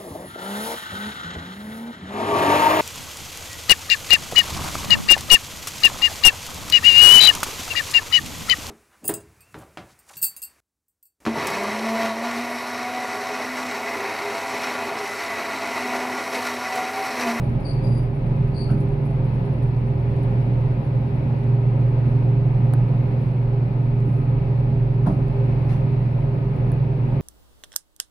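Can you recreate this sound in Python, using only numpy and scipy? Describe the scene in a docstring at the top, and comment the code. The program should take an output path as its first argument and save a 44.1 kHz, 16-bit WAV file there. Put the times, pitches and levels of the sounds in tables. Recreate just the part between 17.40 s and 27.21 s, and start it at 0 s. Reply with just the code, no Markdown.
"""A hydraulic elevator travels, heard on a phone in its small panelled cab. From the start the pump motor
hums at twice mains frequency and beats against its shaft's fifth order; a belt throbs, oil flow rumbles
over a faint electronic hiss. Guide shoes squeak and tick on the rail; the cab thumps at 1.3 s.
From 1.5 s the phone case clicks at times. The hum peaks at 4-5.4 s. Brief rubs follow from 5.7 s,
and two more thumps at 6.7 and 7.7 s."""
import sys
import numpy as np
from scipy import signal
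from scipy.fft import rfft, irfft, next_fast_len
from scipy.io import wavfile

SR = 44100
rng = np.random.default_rng(int(sys.argv[2]) if len(sys.argv) > 2 else 0)


def unload_audio(sound):
    """Save the sound as a 16-bit wav file, at the path given as the first command line argument."""
    columns = np.transpose(np.atleast_2d(sound))
    # keep every value between -1 and 1, then stretch to whole-number steps
    steps = np.round(np.clip(columns, -1, 1) * 32767)
    wavfile.write(sys.argv[1], SR, steps.astype(np.int16))


N = 432621
TIME = np.arange(N) / SR
FFT_SIZE = next_fast_len(N + SR, True)
FREQ = np.maximum(np.arange(FFT_SIZE // 2 + 1) * SR / FFT_SIZE, 1)
SIDES = np.array([[1], [-1]])  # left, right
PORT_GAP_S = 0.15 / 343  # travel time between the microphone ports


def amp(db):
    """Decibels to gain."""
    return 10 ** (np.asarray(db) / 20)


def unit(x):
    """Scale to rms 1."""
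    return x / np.sqrt(np.mean(x ** 2))


def curve(points):
    """(time_s, value) points, joined linearly."""
    return np.interp(TIME, *np.transpose(points))


def slope(points):
    """(freq_hz, gain_db) points, joined on a log-frequency axis."""
    hz, db = np.transpose(points)
    return np.interp(np.log(FREQ), np.log(hz), db)


def bumps(resonances):
    """Gain in dB of (centre_hz, width_hz, lift_db) resonances."""
    return sum(db / (1 + (2 * (FREQ - hz) / width_hz) ** 2) for hz, width_hz, db in resonances)


def colour(x, gain_db):
    """Filter with one gain per frequency."""
    return irfft(rfft(x, FFT_SIZE) * amp(gain_db), FFT_SIZE)[..., :N]


def walk(rate_hz):
    """Random wander, spread near 1."""
    return 1.1 * np.interp(TIME * rate_hz, np.arange(8192), rng.standard_normal(8192))


def strike(start_s, rise_s, t60_s):
    """Blow envelope: quick rise, exponential decay."""
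    age_s = np.clip(TIME - start_s, 0, 2 * t60_s)
    return (1 - np.exp(-age_s / rise_s)) * np.exp(-np.log(1000) * age_s / t60_s)


def swell(start_s, length_s):
    """Slide envelope: one arch."""
    return np.sin(np.pi * np.clip((TIME - start_s) / length_s, 0, 1))


def modes(table, start_s):
    """Sines of (pitch_hz, level_db) modes, random phases."""
    return sum(amp(db) * np.sin(2 * np.pi * (hz * (TIME - start_s) + rng.random()))
               for hz, db in table) / 2


def diffuse(density_db):
    """Noise from all sides at two ports: alike in the bass, unrelated in the treble."""
    coherence = np.sinc(2 * FREQ * PORT_GAP_S)
    mid, side = rfft(rng.standard_normal((2, FFT_SIZE)))
    spectra = mid * np.sqrt(1 + coherence) + SIDES * side * np.sqrt(1 - coherence)
    return irfft(spectra * amp(density_db) * np.sqrt(SR) / 2, FFT_SIZE)[:, :N]


def walls(x, t60_s, direct):
    """Dense reflections between close panels, different at each port."""
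    age_s = TIME[:SR // 2]
    tail = rng.standard_normal((2, len(age_s))) * np.exp(-np.log(1000) * age_s / t60_s)
    return direct * x + signal.fftconvolve(x[None], unit(tail) / np.sqrt(len(age_s)))[:, :N]


def orders(turn_hz, table, wander, flutter_db, flutter_hz):
    """Partials of a turning part: speed wanders, each partial flutters on its own."""
    turns = np.cumsum(turn_hz * (1 + wander * walk(1.52))) / SR
    out = 0
    for order, db in table:
        hz = order * turn_hz
        lag_cycles = SIDES * rng.choice([-1, 1]) * hz * PORT_GAP_S / 4
        depth_db = flutter_db * np.clip(hz / 150, 1, 2.5)  # shorter waves vary more as the phone sways
        gain = amp(db + depth_db * walk(flutter_hz))
        out += gain * np.sin(2 * np.pi * (order * turns + rng.random() + lag_cycles))
    return np.sqrt(2) * out


def ripple(depth_db=1.8, spacing_hz=9):
    """Many small cab modes dent the spectrum above the bass, differently per port."""
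    rows = rng.standard_normal((2, 8192))
    dents = np.array([np.interp(FREQ / spacing_hz, np.arange(8192), row) for row in rows])
    return depth_db * dents * np.clip(FREQ / 400 - 1, 0, 1)


def rumble_and_hiss(gain_db=0.02, surge_db=1.0):
    """Oil and air rumble through the cab's resonances, over a faint high electronic hiss."""
    # rumble, then hiss from 7 kHz up: freq_hz, density_db
    floor = [(15, -79), (30, -57), (62, -65), (100, -62), (205, -67), (340, -66), (600, -69.5),
             (950, -70.5), (1200, -81), (2600, -86.5), (3100, -94), (4300, -97), (7000, -119.5),
             (15500, -114.8)]
    # air and panel resonances: centre_hz, width_hz, lift_db
    cab = [(79.7, 6.6, 10), (128.7, 41.8, 19), (182.6, 31.2, 14.5), (229, 18, 13.5), (265.9, 13, 11.5),
           (292.5, 8.9, 12.5), (365, 27, 7), (401, 15, 12.5), (529.5, 26, 8.5), (667, 7.3, 7.5),
           (823.7, 13, 8), (2280, 960, 4)]
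    return diffuse(slope(floor) + bumps(cab) + ripple()) * amp(gain_db + surge_db * walk(4.2))


def ticks(t60_s=0.19, chatter_hz=9.3, chatter_db=-68.3, fade_db_per_s=1.7):
    """Shoes catch on the rail: dry ticks over a faint, nearly regular, fading chatter."""
    # catches: start_s, level_db
    catches = [(.04, -66.5), (.438, -63), (0.576, -61), (1.304, -59.5), (1.402, -63), (1.654, -65.5),
               (2.223, -65.5)]
    blows = np.zeros(N)
    for start_s, db in catches:
        blows[int(start_s * SR)] = amp(db)
    for k, (jitter, size_db) in enumerate(rng.normal(0, [.12, 1.8], (120, 2))):
        start_s = abs(k + jitter) / chatter_hz
        if start_s * SR < N:
            blows[int(start_s * SR)] += amp(chatter_db - fade_db_per_s * start_s + size_db)
    envelope = signal.lfilter([1], [1, -np.exp(-np.log(1000) / (t60_s * SR))], blows)
    tick_db = slope([(1500, -14.5), (4500, 4), (7000, -12.5), (9500, -1), (11000, -1.5),
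                     (12500, -12), (15000, -19.5)])
    return envelope * unit(diffuse(tick_db))


def rubs(grain_db=3):
    """Short grainy scuffs with a papery top; the cab rings after."""
    # rubs: start_s, length_s, level_db, rustle_db
    strokes = [(5.746, .17, -70, -2.5), (6.6, 0.24, -68, -3), (8.273, 0.074, -45.5, -18)]
    # scuff spectrum: freq_hz, gain_db
    scuff_shape = [(300, -7.5), (1100, 0.5), (1900, 5), (3000, -3.5), (4200, -9), (6000, -18.5),
                   (9000, -28.5), (15000, -39)]
    rustle_shape = [(5000, -8.5), (9000, -1.5), (11500, 2.0), (13500, -6.5), (15500, 2.5)]
    scuff = unit(colour(rng.standard_normal(N), slope(scuff_shape)))
    rustle = unit(colour(rng.standard_normal(N), slope(rustle_shape)))
    out = sum(amp(db) * swell(start_s, length_s) * (scuff + amp(rustle_db) * rustle)
              for start_s, length_s, db, rustle_db in strokes)
    return walls(out * amp(grain_db * walk(150)), t60_s=.33, direct=.44)


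def squeaks(octave_db=-16, grain_db=3):
    """A shoe sticks and slips: a rough whistle plus octave, smeared by the walls."""
    # slips: start_s, length_s, from_hz, to_hz, level_db, roughness_ratio
    slips = [(0.222, 0.045, 5020, 4720, -52.5, 0.013), (0.241, 0.078, 4533, 4553, -40.5, 0.024),
             (0.416, .06, 4800, 4690, -50.5, 0.018), (0.455, 0.16, 4710, 4770, -55.5, 0.007),
             (1.13, 0.13, 4470, 4490, -43, 0.03), (1.283, 0.035, 1400, 1430, -37.5, 0.14),
             (1.317, 0.037, 1020, 845, -48, 0.07)]
    out, shake = 0, walk(900)
    for start_s, length_s, from_hz, to_hz, db, roughness in slips:
        glide_hz = np.interp(TIME, [start_s, start_s + length_s], [from_hz, to_hz])
        phase = 2 * np.pi * np.cumsum(glide_hz * (1 + roughness * shake)) / SR
        whistle = np.sin(phase) + amp(octave_db) * np.sin(2 * phase)
        out += amp(db) * swell(start_s, length_s) * whistle
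    return walls(out * amp(grain_db * walk(300)), t60_s=.33, direct=.45)


def clicks(splinter_db=-19, echo_db=-15):
    """The phone case snaps in the hand, near one port; its hollow body rings."""
    # snaps: start_s, level_db, left_minus_right_db
    snaps = [(1.489, -47, 23.5), (2.764, -44, 16), (2.834, -40, -16.5), (3.465, -52, 22), (4.04, -48, 18),
             (5.337, -21.5, -11), (6.604, -50.5, 30), (7.884, -44.5, 21.5), (9.164, -48.5, 25),
             (9.3185, -32, -11)]
    # case modes: pitch_hz, level_db
    case_modes = [(480, -7), (730, -5), (1500, -12), (1720, -12)]
    blows, ring = np.zeros((2, N)), 0
    for start_s, db, pan_db in snaps:
        blow = amp(splinter_db) * strike(start_s, .0001, .0083) * rng.standard_normal(N)
        blow[int(start_s * SR)] += 1
        blows += amp(db + SIDES * pan_db / 2) * blow
        ring += amp(db) * modes(case_modes, start_s) * strike(start_s, .0003, .04)
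    crack = colour(blows, slope([(300, 16.5), (900, 19), (2000, 7.5), (4000, 1), (6500, -5.5),
                                 (9000, 1), (12000, -5.5), (15000, -2.5)]))
    return crack + ring + amp(echo_db) * walls(crack.mean(axis=0), t60_s=.15, direct=0)


def thumps(clack_db=2, rattle_db=-3):
    """A jolt sets the cab's low modes booming; the panels clack and rattle."""
    # jolts: start_s, level_db, knock_db, boom_t60_s
    jolts = [(1.3, -19, -21.5, 0.89), (6.673, -16.5, -31, .28), (7.662, -12, -12, 0.43)]
    # low cab modes: pitch_hz, level_db
    cab_modes = [(124, -6), (163, -3), (186, 0), (220, -3), (258, -8), (290, -6.5), (312, -7.5), (388, -10)]
    # panel modes: pitch_hz, level_db
    panel_modes = [(612, -5.5), (660, 2), (735, -5.5), (797, -9), (892, -5.5), (968, -7), (1050, -10),
                   (1140, -14), (1410, -15.5)]
    # panel rattle spectrum: freq_hz, gain_db
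    rattle_shape = [(250, -24), (520, -10.5), (650, 7.5), (1000, -2.5), (1500, -10), (2200, -25.5),
                    (4500, -32), (7000, -46.5), (10000, -40.5), (15000, -49)]
    out, noise = 0, unit(diffuse(slope(rattle_shape)))
    for start_s, db, knock_db, t60_s in jolts:
        boom = modes(cab_modes, start_s) * strike(start_s, .0056, t60_s)  # cab air builds up slower
        clack = amp(clack_db) * modes(panel_modes, start_s) * strike(start_s, .00076, t60_s=.12)
        rattle = amp(rattle_db) * noise * strike(start_s, .0017, t60_s=.3)
        out += amp(db) * (boom + amp(knock_db) * (clack + rattle))
    return out


def belt(turn_hz=8.78):
    """The drive belt throbs in low partials of its turning rate."""
    # belt partials: order, level_db
    partials = [(2, -62), (3, -41), (4, -41.5), (4.5, -43.5), (5, -39), (6, -53), (9, -40), (12, -44.5)]
    # throb strength: time_s, gain_db
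    throb = [(0, 4), (4, -1.8), (6.4, -3), (7.7, 3), (8.5, 0), (9.15, 1), (9.81, -4.5)]
    return amp(curve(throb)) * orders(turn_hz, partials, wander=.003, flutter_db=1.2, flutter_hz=2.5)


def pump_shaft(turn_hz=28.51):
    """Shaft vibration, carried into the cab by the piston."""
    # shaft partials: order, level_db
    partials = [(1, -44), (3, -45.5), (4, -45), (5, -26.5), (6, -46), (8, -46), (9, -60), (10, -58),
                (11, -50), (13, -56.5), (14, -43), (17, -54.5), (20, -57.5), (32, -65), (44, -59)]
    # vibration in the cab: time_s, gain_db
    vibration = [(0, -1), (1, 1.5), (3, -2), (4.8, 2.5), (5.4, 2.5), (5.9, -1), (6.8, 1.6), (9.81, 2)]
    return amp(curve(vibration)) * orders(turn_hz, partials, wander=.0006, flutter_db=.9, flutter_hz=4)


def motor_hum(hum_hz=119.95, gain_db=3, unsteady_db=.97, waver_hz=2.3, crest_s=.54, settle_s=2.7):
    """Magnetic hum at twice mains frequency; its waver dies as the cab settles."""
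    # hum strength: time_s, level_db
    strength = [(0, -29.5), (1.7, -25), (2.6, -24.5), (3.82, -25), (4.12, -22), (5.38, -20.5), (5.7, -24.5),
                (7.7, -23.5), (9.81, -26.5)]
    depth = 0.5 * np.exp(-TIME / settle_s)
    waver = 1 + depth * np.cos(2 * np.pi * waver_hz * (TIME - crest_s))
    level = amp(curve(strength) + gain_db + unsteady_db * walk(5))
    return np.sqrt(2) * level * waver * np.sin(2 * np.pi * hum_hz * TIME)


def scene():
    """Everything heard in the cab."""
    machinery = pump_shaft() + belt() + motor_hum()
    return machinery + rumble_and_hiss() + thumps() + squeaks() + ticks() + rubs() + clicks()


def record(dry, cutoff_hz=15800):
    """The ports colour each side and ring in the high treble; the phone cuts the top."""
    # port imbalance: freq_hz, left_minus_right_db
    imbalance = [(210, -2), (330, -5.5), (410, -2.5), (470, 3.5), (590, 11.5), (660, -1.5), (900, 3),
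                 (1300, 1), (2700, 2.5), (4500, 9.5), (5500, 13.5), (8200, 6.5), (10000, -12.5),
                 (13500, -1.3)]
    ring_db = bumps([(9600, 1000, 6.9), (10650, 1200, 5.5)])
    heard = colour(dry, SIDES * slope(imbalance) / 2 + ring_db)
    return signal.sosfilt(signal.ellip(10, .2, 70, cutoff_hz, fs=SR, output="sos"), heard)


dry = scene()
out = record(dry)
unload_audio(out)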